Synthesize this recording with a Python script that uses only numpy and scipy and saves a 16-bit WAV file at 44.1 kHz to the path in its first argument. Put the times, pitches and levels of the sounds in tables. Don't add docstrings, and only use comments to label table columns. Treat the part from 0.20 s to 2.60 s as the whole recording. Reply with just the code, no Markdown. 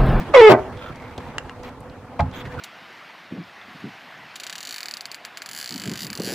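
import sys
import numpy as np
from scipy import signal
from scipy.fft import rfft, irfft
from scipy.io import wavfile
from scipy.ndimage import uniform_filter1d, minimum_filter1d

SR = 44100
rng = np.random.default_rng(int(sys.argv[2]) if len(sys.argv) > 2 else 0)


def inscribe(sig):
    pcm = np.round(np.clip(np.atleast_2d(sig).T, -1, 1) * 32767)
    wavfile.write(sys.argv[1], SR, pcm.astype(np.int16))


def ratio_of_db(decibels):
    return 10 ** (np.asarray(decibels, float) / 20)


N = 105840

# frequency in Hz, level in dB.
RUB_TONE = [(200, 5.5), (500, 0.5), (2000, 1), (4000, -11), (9000, -29), (11500, -31), (13500, -26),
            (15500, -41.5)]


def evened(x):
    return x / np.sqrt(np.mean(x ** 2) + 1e-20)


def smooth_noise(shape, size):
    return evened(uniform_filter1d(rng.standard_normal(shape), size=size))


def read(points, hz):
    f, value = np.transpose(points)
    return np.interp(np.log(hz + 1), np.log(f + 1), value)


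def colour(x, points):
    gain = ratio_of_db(read(points, np.fft.rfftfreq(len(x), 1 / SR)))
    return evened(irfft(rfft(x) * gain, len(x)))


def band(x, hz, share):
    edges = [hz / (1 + share), hz * (1 + share)]
    return evened(signal.lfilter(*signal.butter(1, edges, "band", fs=SR), x))


def ring(modes, seconds, tilt_db=0., soft_s=.0006):
    t = np.arange(int(seconds * SR)) / SR
    tones = 0
    for hz, db, t60 in modes:
        level_db = db + tilt_db * np.log2(hz / 500) - 60 * t / t60
        tones = tones + ratio_of_db(level_db) * np.sin(2 * np.pi * hz * t)
    return (1 - np.exp(-(t / soft_s) ** 2)) * tones


def add(mix, s, sound, pan_db):
    part = mix[:, round(s * SR):][:, :len(sound)]
    part += sound[:part.shape[1]] * ratio_of_db(np.array([[pan_db / 2], [-pan_db / 2]]))


def wash():
    # frequency in Hz, level in dB.
    wash_tone = [(15, -47), (25, -22.5), (75, 5), (215, -4), (260, -7.5), (389, -4), (684, -5.5),
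                 (871, -3.5), (15500, -50)]
    # time in seconds, level in dB.
    wash_level = [(0, -32.5), (.13, -33.5), (.5, -35.5), (.75, -41.5), (1.0, -37.5), (1.3, -38),
                  (1.6, -41.5), (1.9, -42), (2.1, -40.5), (2.4, -36.5)]
    # frequency in Hz, width in Hz, level in dB.
    hull_air = [(112, 43, -49.5), (256.3, 46, -47), (498.3, 19, -49.5), (716, 40, -58)]
    # frequency in Hz, likeness from 0 to 1.
    likeness = [(60, 1), (180, 0.96), (550, 0.96), (1650, 0.93), (4970, 0.054), (15000, 0.023)]
    # frequency in Hz, left over right in dB.
    balance = [(60, -3.5), (180, -4), (550, -1.5), (1650, 0), (4970, -1.5), (15000, 8)]
    patch_db, flicker_db = 2.2, .9
    drone_hz, drone_db = 499, -54

    frames, hz = N // 256 + 5, np.fft.rfftfreq(1024, 1 / SR)
    a, b, c, d, patches = rng.standard_normal((frames, 513, 5)).T
    patches = uniform_filter1d(patches, size=16, axis=0)
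    patches = evened(uniform_filter1d(patches, size=6, axis=1))
    flicker = smooth_noise(frames, 3)
    same = np.clip(read(likeness, hz), -1, 1)[:, None]
    left = a + 1j * b
    right = same * left + np.sqrt(1 - same ** 2) * (c + 1j * d)
    lean = read(balance, hz)[:, None] / 2
    level_db = read(wash_tone, hz)[:, None] + patch_db * patches + flicker_db * flicker
    z = np.array([left, right]) * ratio_of_db(level_db + np.array([lean, -lean]))
    water = evened(signal.istft(z, nperseg=1024, noverlap=768)[1][:, :N])

    t = np.arange(N) / SR
    f, noise = np.fft.rfftfreq(N, 1 / SR), rfft(rng.standard_normal(N))
    hum = ratio_of_db(drone_db) * np.sin(2 * np.pi * drone_hz * t)
    for centre, width, db in hull_air:
        hum += ratio_of_db(db) * evened(irfft(noise / (1 + (2 * (f - centre) / width) ** 2), N))
    s, db = np.transpose(wash_level)
    return ratio_of_db(np.interp(t, s, db)) * water + hum


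def drops():
    drops_per_s, drops_db = 340, -66.5
    out = np.zeros((2, N))
    for s, pitch, size, pan in rng.random((int(drops_per_s * N / SR), 4)):
        hz = 600 * 8.0 ** pitch
        t = np.arange(0, 30 / hz, 1 / SR)
        swell = hz * t * np.exp(-hz * t / 1.17)
        drop = np.sin(2 * np.pi * hz * t * (1 + 0.00204 * hz * t)) * swell
        level_db = drops_db - 3.85 * np.log(size + 0.027) - 14 * pitch
        add(out, s * N / SR, ratio_of_db(level_db) * drop, 12 * pan - 6)
    return out


def rubs():
    # start in seconds, length in seconds, level in dB, squeak in Hz, squeak level in dB.
    rub_events = [(0, 0.045, -39, 2240, -14), (0.557, 0.15, -48, 3390, -8.5),
                  (0.609, 0.121, -48.5, 1347, 4.5), (0.714, 0.24, -47, 2210, -10.5),
                  (0.987, 0.13, -47, 2500, -48), (1.425, 0.081, -41.5, 3620, -40),
                  (2.123, .11, -39.5, 3380, -12), (2.141, 0.077, -70.5, 13300, 7.5),
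                  (2.146, 0.069, -73.5, 6530, 13), (1.43, .07, -80, 13300, 8),
                  (2.238, 0.049, -41, 1790, -8), (2.3, 0.056, -43, 1630, -2.5),
                  (2.375, .04, -36.5, 1380, 2.5)]
    edge_s, grains_per_s = 0.016, 5900
    out = np.zeros((2, N))
    grit = (rng.random(N + SR) < grains_per_s / SR) * rng.standard_normal(N + SR)
    grains = colour(grit, RUB_TONE)
    for s, length, db, hz, squeak_db in rub_events:
        t, at = np.arange(0, length, 1 / SR), round(s * SR)
        rise = t + edge_s * (s == 0)
        edge = np.clip(np.minimum(rise, length - t) / edge_s, 0, 1)
        squeak = band(band(grit[at:at + len(t)], hz, 0.12), hz, 0.12)
        add(out, s, ratio_of_db(db) * edge * (grains[at:at + len(t)] + ratio_of_db(squeak_db) * squeak), -1)
    return out


def ticks():
    # start in seconds, level in dB, centre in Hz, time to fall 60 dB in seconds.
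    tick_events = [(.001, -29.5, 190, 0.4), (0.091, -30, 318, 0.25), (.42, -55.5, 5000, .01),
                   (.573, -39, 3350, 0.0077), (0.758, -46, 4100, 0.03), (0.979, -32.5, 3340, 0.027),
                   (0.98, -32.5, 377, 0.14), (1.217, -60, 3700, .01), (1.185, -49, 4470, 0.02),
                   (1.238, -54.5, 9200, 0.0047), (1.433, -40.5, 4840, 0.013), (1.605, -51.5, 8700, 0.024),
                   (1.993, -17.5, 767, 0.11), (1.698, -46.5, 3150, 0.022), (0.396, -51, 5760, .01),
                   (0.821, -47.5, 4240, .02), (1.991, -45, 2200, 0.031), (2.006, -31, 3660, 0.012),
                   (2.113, -45, 3500, 0.026), (2.254, -38, 2150, 0.033)]
    width = .4
    out, t = np.zeros((2, N)), np.arange(5000) / SR
    for s, db, hz, t60 in tick_events:
        burst = band(band(rng.standard_normal(5000), hz, width), hz, width)
        add(out, s, ratio_of_db(db - 60 * t / t60) * burst, 0)
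    return out


def squeal():
    # time in seconds, slips per second in Hz, level in dB, roughness 0-1.
    course = [
        (.13, 640, -60, .8),
        (.141, 600, -13, .8),
        (.15, 546, -3.5, .6),
        (.165, 527, -3, .4),
        (.174, 493, -3, .18),
        (.203, 478, -2.5, .11),
        (.214, 438, -3, .14),
        (.238, 443, -2.5, .03),
        (.291, 420, -2.5, .04),
    ]
    # time in seconds, dip in dB.
    stumbles = [
        (.1735, 8),
        (.212, 12),
    ]
    # frequency in Hz, level in dB.
    shaft = [(860, -13), (1100, -8), (1450, -23), (1750, -18), (2170, -17.5), (2430, -26), (2950, -24),
             (4400, -38)]
    # frequency in Hz, level in dB.
    rasp_tone = [(220, -25), (500, 2.5), (1050, 6.5), (1500, 0), (2200, 1.5), (3000, -7), (7000, -52),
                 (15000, -56)]
    stumble_s, let_go_db_per_s = .003, 4004
    top_db, top_slope_db = -45, -1.5
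    waver_db, fizz = 2.5, .065

    t, (s, hz, db, rough) = np.arange(SR // 2) / SR, np.transpose(course)
    rough = np.interp(t, s, rough)
    miss = sum(dip * np.exp(-((t - at) / stumble_s) ** 2) for at, dip in stumbles)
    pitch = np.interp(t, s, hz)
    turns = np.cumsum(pitch * (1 + .07 * rough * smooth_noise(len(t), 120))) / SR

    overtones = [(k, read(shaft, k * pitch)) for k in range(2, 11)]
    overtones += [(k, top_db + top_slope_db * (k - 11)) for k in range(11, 34)]
    waver = evened(uniform_filter1d(smooth_noise((32, len(t)), 400), size=400))
    waver = waver * (waver_db + 5 * rough)
    tones = ratio_of_db(-miss) * np.cos(2 * np.pi * turns)
    for (k, level_db), w in zip(overtones, waver):
        phase = .1 * w + .7 + .5 * (k - 2) ** 2
        tones += ratio_of_db(level_db + w) * np.cos(2 * np.pi * k * turns + phase)

    puffs = 0.1 + np.exp(-(turns % 1) / 0.028)
    rasp = colour(puffs * rng.standard_normal(len(t)), rasp_tone)
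    level_db = np.interp(t, s, db, -120) - let_go_db_per_s * np.maximum(t - s[-1], 0)
    sound = np.sqrt(2) * tones + (fizz + .5 * rough + 0.0078 * miss) * rasp
    return np.pad(ratio_of_db(level_db) * sound, (0, N - len(t)))


def judder():
    # time in seconds, level in dB.
    course = [
        (0.288, -44.5),
        (.296, -8),
        (.33, -7),
        (0.346, -11),
        (.365, -17),
        (.395, -23),
        (.407, -31),
        (.5, -41),
    ]
    # frequency in Hz, level in dB, time to fall 60 dB in seconds.
    oar_modes = [(137.1, -13, 0.12), (263.4, -5.5, 0.14), (397.3, 12, 0.049), (539, 2.5, 0.075),
                 (622.5, 9.5, 0.068), (714, 1.5, 0.16), (815, 3, 0.072), (1090, -0.5, 0.094),
                 (1213, 0.5, 0.046), (1562, -3.5, 0.052), (2012, -3, 0.038), (2240, -4.5, 0.036),
                 (3840, -30, 0.0069)]
    slips_per_s, chatter_end_s, chatter_fade_db_per_s = 1000, 0.3415, 501
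    bounce_hz, bounce_db, bounce_jitter, bounce_tilt_db = 127, -1, .15, -3
    rasp_db, rasp_end_s = -9, 0.321

    t, (s, db) = np.arange(N) / SR, np.transpose(course)
    slips = (rng.random(N) < slips_per_s / SR) * rng.standard_normal(N)
    chatter = evened(signal.oaconvolve(slips, ring(oar_modes, 0.26, soft_s=0.00084))[:N])
    chatter *= ratio_of_db(-np.clip(chatter_fade_db_per_s * (t - chatter_end_s), 0, 12))

    bounce_rate = bounce_hz * (1 + bounce_jitter * smooth_noise(N, 300))
    bounces = np.diff(np.floor(np.cumsum(bounce_rate) / SR), prepend=0)
    bounce = evened(signal.oaconvolve(bounces, ring(oar_modes, 0.26, bounce_tilt_db))[:N])

    rasp = colour(rng.standard_normal(N), RUB_TONE)
    rasp = rasp * ratio_of_db(rasp_db - 900 * np.maximum(t - rasp_end_s, 0))
    sound = chatter + ratio_of_db(bounce_db) * bounce + rasp
    sound = ratio_of_db(np.interp(t, s, db, -120, -120)) * sound
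    return signal.lfilter(*signal.butter(3, 110, "high", fs=SR), sound)


def knocks():
    # start in seconds, level in dB, brightness in dB per octave, left over right in dB.
    knock_events = [
        (.982, -36, 4.5, 3),
        (1.9915, -21, -2, 4),
        (1.997, -9.5, 1, -1.5),
        (2.006, -26, -6.5, -8),
        (2.016, -27, -2, 5),
        (2.253, -40, -2, 2),
    ]
    # frequency in Hz, level in dB, time to fall 60 dB in seconds.
    hull_modes = [(257, -14, .12), (450, -10, .05), (552, -15, .1), (690, -8, .09), (722, -6, .09),
                  (845, -2, .13), (1040, -8, .06), (1250, -9, .05), (1400, -9, .04), (1590, -7, .04),
                  (1733, -12, .03), (2120, -5, .025), (2350, -7, .02), (2890, -14, .01)]
    blow_s = 0.00011
    out, t = np.zeros((2, N)), np.arange(400) / SR
    for s, db, tilt_db, pan_db in knock_events:
        blow = np.exp(-t / blow_s) * (1 + 1.08 * rng.standard_normal(400))
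        blow = blow / np.linalg.norm(blow)
        add(out, s, ratio_of_db(db) * np.convolve(ring(hull_modes, .4, tilt_db), blow) / 3, pan_db)
    return out


def thuds():
    # start in seconds, level in dB.
    thud_events = [
        (0.982, -27.5),
        (1.999, -15),
        (2.012, -15.5),
        (2.024, -11),
        (2.078, -23),
        (2.253, -25),
    ]
    # frequency in Hz, level in dB, time to fall 60 dB in seconds.
    boat_modes = [(69.5, -1, 0.16), (89.4, 0.5, 0.18), (108, -1, 0.16), (142, -5.5, 0.41),
                  (185.5, -7.5, 0.22), (256.2, -13, 0.39)]
    out = np.zeros((2, N))
    for s, db in thud_events:
        add(out, s, ratio_of_db(db) * ring(boat_modes, .4, soft_s=0.0028) / 2, -1.5)
    return out


def snaps():
    # start in seconds, level in dB, brightness in dB per octave, left over right in dB.
    snap_events = [
        (1.1827, -16, 0, -1),
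        (1.2955, -19, -4, 3),
    ]
    # frequency in Hz, level in dB, time to fall 60 dB in seconds.
    peg_modes = [(1370, -6, .012), (1660, -2, .012), (1900, -4, .012), (2450, -9, .012), (2780, -3, .022),
                 (3800, -10, .008), (4700, -14, .01), (5800, -11, .009), (7250, -7, .007)]
    out = np.zeros((2, N))
    for s, db, tilt_db, pan_db in snap_events:
        add(out, s, ratio_of_db(db) * ring(peg_modes, .04, tilt_db, soft_s=.0001), pan_db)
    return out


def walls(x):
    t60 = .12
    fade = ratio_of_db(-60 * np.arange(8000) / SR / t60)
    taps = rng.choice([-1., 0, 1], (2, 8000), p=[1 / 40, 38 / 40, 1 / 40]) * fade
    taps = signal.lfilter(*signal.butter(1, 900, "high", fs=SR), taps)
    return signal.fftconvolve(x, taps / np.linalg.norm(taps[0]), axes=1)[:, :N]


def ports(x):
    port_db, port_hz, port_s, sway_samples = -1, 4000, .008, 400
    taps = rng.standard_normal(600) * ratio_of_db(-60 * np.arange(600) / SR / port_s)
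    sway = evened(uniform_filter1d(smooth_noise(N, sway_samples), size=sway_samples))
    scattered = signal.oaconvolve(x.mean(0), taps / np.linalg.norm(taps))[:N]
    side = sway * signal.lfilter(*signal.butter(1, port_hz, "high", fs=SR), scattered)
    return x + ratio_of_db(port_db) * np.array([side, -side])


def scene():
    wall_db = -15
    oar = (squeal() + judder()) * ratio_of_db(np.array([[-.2], [.2]]))
    oar = oar + rubs() + ticks() + knocks() + thuds() + snaps()
    return ports(oar + ratio_of_db(wall_db) * walls(oar) + drops()) + wash()


def roll_off(x):
    return signal.sosfilt(signal.butter(12, 15690, fs=SR, output="sos"), x)


def record(dry):
    hiss_db, hiss_hz, limit = -67, 3000, 1.37
    peaks = -minimum_filter1d(-abs(dry).max(0), size=200)
    over = np.maximum(peaks / limit, 1)
    hiss = band(rng.standard_normal(dry.shape), hiss_hz, 1.4)
    held = (dry + ratio_of_db(hiss_db) * hiss) / uniform_filter1d(over, size=200)
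    clipped = held / (1 + abs(held) ** 12) ** (1 / 12)
    return roll_off(clipped)


dry = scene()
out = record(dry)
inscribe(out)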